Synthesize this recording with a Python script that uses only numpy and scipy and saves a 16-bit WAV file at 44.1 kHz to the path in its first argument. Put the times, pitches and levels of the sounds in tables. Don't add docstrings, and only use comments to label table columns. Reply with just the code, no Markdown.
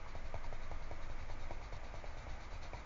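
import sys
import numpy as np
from scipy import signal
from scipy.fft import rfft, irfft, next_fast_len
from scipy.io import wavfile
from scipy.ndimage import uniform_filter1d, map_coordinates

SR = 44100
rng = np.random.default_rng(int(sys.argv[2]) if len(sys.argv) > 2 else 0)


def level_to_linear(level):
    exponent = np.asarray(level, float) / 20
    return 10 ** exponent


def generate_wav(sig):
    pcm = np.round(np.clip(np.atleast_2d(sig).T, -1, 1) * 32767).astype(np.int16)
    wavfile.write(sys.argv[1], SR, pcm)


N = 125685


def unit(x):
    return x / np.sqrt(np.mean(x ** 2) + 1e-20)


def along(points, hz):
    f, v = np.transpose(points)
    return np.interp(np.log(hz + 1), np.log(f + 1), v)


def wobble(rate_hz):
    knots = rng.standard_normal(int(N * rate_hz / SR) + 4)
    return map_coordinates(knots, [np.arange(N) * rate_hz / SR])


def filtered(x, response):
    m = next_fast_len(N + SR // 2)
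    return irfft(rfft(x, m) * response(np.fft.rfftfreq(m, 1 / SR)), m)[:N]


def bumps(peaks, f):
    return sum(level_to_linear(2 * db) / (1 + (2 * (f - hz) / width) ** 4) for hz, width, db in peaks)


# hz, level_db_per_hz
AIR_SPECTRUM = [(120, -33.5), (200, -1), (400, -6), (1000, -3), (2300, -9), (2900, -16.5), (4700, -21),
                (7300, -23)]
# hz, width_hz, level_db over the air
DUCT_MODES = [(242, 34, 1), (325, 37, 3), (530, 80, 0), (840, 35, -1), (612.6, 200, 3), (907, 90, -2),
              (1203, 110, 1.5), (1520, 180, -1.5), (2165, 450, 1)]


def fan():
    air_db, patchy_db = -56, 0.58
    z = signal.stft(rng.standard_normal(N + 512), nperseg=512)[2]
    patches = uniform_filter1d(rng.standard_normal(z.shape), 5, 0)
    patches = uniform_filter1d(patches, 10, 1)
    air = signal.istft(z * level_to_linear(patchy_db * unit(patches)), nperseg=512)[1][:N]

    def duct(f):
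        return level_to_linear(along(AIR_SPECTRUM, f)) * np.sqrt(1 + bumps(DUCT_MODES, f))

    return level_to_linear(air_db) * unit(filtered(air, duct))


def sway():
    mode_hz, t60_s, level_db = 15.7, 1.58, -41
    lag_s, rise_s = -0.0037, 0.0094
    t, kicks = np.arange(SR) / SR, np.zeros(N + SR // 2)
    earlier_s = [-.42, -0.25, -0.236, -.13]
    starts_s = np.array(earlier_s + [row[0] for row in STROKES])
    force = (-1) ** np.arange(len(starts_s)) * np.where(starts_s < 0, 1.6, 1)
    kicks[np.round((starts_s + .5) * SR).astype(int)] = force
    mode = level_to_linear(level_db - 60 * t / t60_s) * np.cos(2 * np.pi * mode_hz * (t - lag_s))
    mode = mode * (1 - np.exp(-(t / rise_s) ** 2))
    return signal.fftconvolve(kicks, mode)[SR // 2:][:N]


# start_s, length_s, level_db, peak_place (0-1)
STROKES = [(0.001, 0.022, -75.5, 0), (0.074, 0.045, -63.5, 0.7), (0.152, 0.049, -63, 0),
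           (0.246, 0.051, -65.5, 0.1), (0.339, 0.056, -68.5, 0.3), (0.436, 0.04, -63.5, 0.47),
           (0.52, 0.057, -66.5, 0.6), (0.612, 0.056, -65.5, 0.9), (0.703, 0.078, -68.5, 0.5),
           (0.818, 0.051, -66.5, 0.3), (0.917, 0.057, -68.5, 0.45), (1.011, 0.059, -67, 0.6),
           (1.094, 0.05, -67.8, 0.38), (1.178, 0.076, -68, 0.7), (1.289, 0.051, -63.5, 0.7),
           (1.39, 0.079, -65, 0.6), (1.5, 0.057, -65, 0.6), (1.618, 0.066, -64, 0.7),
           (1.72, 0.058, -62, 0.5), (1.836, 0.068, -65, 0.3), (1.944, 0.068, -63.5, 0.36),
           (2.048, 0.098, -65.5, 0.4), (2.17, 0.075, -64, 0.2), (2.279, 0.092, -64, 0.54),
           (2.4, 0.069, -62.5, 0.5), (2.508, 0.073, -63.5, 0.6), (2.618, 0.062, -60, 0.6),
           (2.74, 0.078, -63, 0.4)]


def pressure():
    bite_s, bite_share = .005, .5
    flare, roundness = 1.197, .7
    t, gains = np.arange(N) / SR, []
    for start_s, length_s, level_db, peak in STROKES:
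        grip_s = start_s + bite_s
        top_s = grip_s + 0.64 * length_s * np.clip(peak, .1, .9) ** 2.3
        share = np.clip(bite_share * (1.2 - peak), 0, 1)
        times_s = [start_s - bite_s, grip_s, top_s, start_s + flare * length_s]
        shape = np.interp(t, times_s, [0, share, 1, 0])
        gains.append(level_to_linear(level_db) * np.sin(np.pi / 2 * shape) ** roundness)
    return np.array(gains)


# hz, width_hz, level_db
PAPER_MODES = [(720, 350, 10), (910, 50, 1.5), (2245, 540, 5.5), (3843, 300, 3), (4427, 440, 0.5),
               (5460, 270, -7.5), (6200, 440, -5.5), (7340, 440, -16)]


def scratch(rub):
    grains_per_s, grain_spread_db = 9000, 2.5
    level_db, shudder_db, broad_db = 5, 1.03, -9
    push_pitch, drift = 1.024, 0.033
    draw = rng.random((3, N))
    hit = (draw[0] < grains_per_s / SR) * np.sign(draw[1] - .5)
    grains = hit * level_to_linear(-grain_spread_db * np.log(draw[2] + 0.0033))

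    def shade(pitch):
        def sheet(f):
            return np.sqrt(bumps(PAPER_MODES, f / pitch) + level_to_linear(2 * broad_db)) * (f > 200)
        return unit(filtered(grains, sheet))

    hiss = rub[0::2].sum(0) * shade(1 / push_pitch)
    hiss += rub[1::4].sum(0) * shade(push_pitch)
    hiss += rub[3::4].sum(0) * shade(push_pitch - drift)
    return level_to_linear(level_db + shudder_db * wobble(60)) * hiss


# hz, level_db_per_hz
RUMBLE_SPECTRUM = [(12, -23), (20, -4.5), (30, -4.5), (45, -6.5), (97, -15), (166, -26), (220, -37),
                   (290, -55)]


def rumble(rub):
    level_db, lumps_db, follows = -50, 1.5, 0.42
    low = filtered(rng.standard_normal(N), lambda f: level_to_linear(along(RUMBLE_SPECTRUM, f)))
    lumpy = low * level_to_linear(lumps_db * wobble(14))
    return level_to_linear(level_db) * unit(lumpy * (1 + follows * unit(rub)))


# start_s, peak_db, pitch_hz, thump_db, chatter_db
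KNOCKS = [(0.06, -45.5, 851, -54, -2.5), (0.151, -40.5, 635, -46.5, -1.5), (0.341, -34.5, 670, -44.5, -2.5),
          (0.442, -44, 910, -58, -1), (0.525, -39, 640, -49, -2), (0.713, -39, 649, -49, -1),
          (0.81, -47, 716, -57, -1.5), (0.911, -37, 628, -49.5, -1.5), (1.098, -43.5, 630, -52, -1.5),
          (1.298, -41, 660, -48, -2), (1.507, -36, 667, -49, -1.5), (1.612, -45.5, 840, -56.5, -2),
          (1.724, -40.5, 643, -50, -2), (1.832, -46.5, 720, -54, -1), (1.939, -39.5, 664, -47.5, -2),
          (2.04, -40, 630, -55, -1), (2.168, -44.5, 600, -52, -1), (2.266, -41.5, 703, -51.5, -1),
          (2.527, -44.5, 650, -56.5, -1.5), (2.732, -37, 607, -47.5, 1)]
# hz, level_db, t60_s
TOP_MODES = [(335, -14.5, 0.043), (510, -14, 0.023), (645, -19, .04), (926, -14, .06), (2187, -11.5, .02)]
# delay_s, level_db
CHATTER = [
    (0, 2),
    (.005, -9),
    (.011, -7.5),
    (.023, -12),
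]


def knocks():
    blow_db, blow_mid_s, blow_width_s = -1, .0012, .0014
    crack_db, crack_t60_s = -22.5, 0.027
    ring_rise_s, lag_s = .001, .0013
    out, t = np.zeros(N + SR), np.arange(SR // 5) / SR
    for start_s, peak_db, pitch_hz, _, chatter_db in KNOCKS:
        for k, (delay_s, bounce_db) in enumerate(CHATTER):
            bounced = min(k, 1)
            luck = rng.standard_normal(len(TOP_MODES) + 2)
            blow_hz = pitch_hz * (1 + .09 * k * abs(luck[-1]))
            blow = np.sin(2 * np.pi * blow_hz * t) * np.exp(-((t - blow_mid_s) / blow_width_s) ** 2)
            blow *= level_to_linear(blow_db + 1.6 * bounced * luck[-2])
            ring = np.zeros(len(t))
            for (hz, level_db, t60_s), g in zip(TOP_MODES, luck):
                tone = np.sin(2 * np.pi * hz * (1 + 0.025 * g) * t)
                ring += level_to_linear(level_db + 2.2 * g - 60 * t / t60_s) * tone
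            ring *= 1 - np.exp(-t / ring_rise_s)
            crack = level_to_linear(crack_db - 60 * t / crack_t60_s) * rng.standard_normal(len(t))
            gain = level_to_linear(peak_db + bounce_db + chatter_db * bounced)
            i = round((start_s + lag_s + delay_s * (1 + .1 * luck[-1])) * SR)
            out[i:i + len(t)] += gain * (blow + ring + crack)
    return out[:N]


def thumps():
    hz, t60_s, level_db, rise_s = 87.7, 0.047, 20.5, .009
    out, t = np.zeros(N + SR), np.arange(SR // 5) / SR
    bounce = level_to_linear(level_db - 60 * t / t60_s) * np.sin(2 * np.pi * hz * t)
    bounce = bounce * (1 - np.exp(-(t / rise_s) ** 2))
    for start_s, _, _, thump_db, _ in KNOCKS:
        nearest = np.argmin([abs(start_s - row[0]) for row in STROKES])
        i = round((start_s + .003) * SR)
        out[i:i + len(t)] += level_to_linear(thump_db) * bounce * (-1) ** (nearest % 2)
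    return out[:N]


def room(x):
    t60_s, level_db = .1, -15
    t = np.arange(SR // 4) / SR
    tail = rng.standard_normal(len(t)) * level_to_linear(-60 * t / t60_s) * (t > .003)
    return level_to_linear(level_db) * signal.fftconvolve(x, tail / np.linalg.norm(tail))[:N]


def scene():
    rub = pressure()
    pencil = scratch(rub) + knocks()
    desk = sway() + rumble(rub.sum(0)) + thumps()
    return (fan() + desk + pencil + room(pencil))[None]


def low_pass(x):
    return signal.sosfilt(signal.butter(12, 7240, fs=SR, output="sos"), x)


def record(dry):
    settle_s, top_hz = .008, 7260
    offset = dry[0, :40].mean() * np.exp(-(np.arange(N) / SR / settle_s) ** 2)
    narrow = filtered(dry[0] - offset, lambda f: f < top_hz)
    return low_pass(narrow[None])


dry = scene()
out = record(dry)
generate_wav(out)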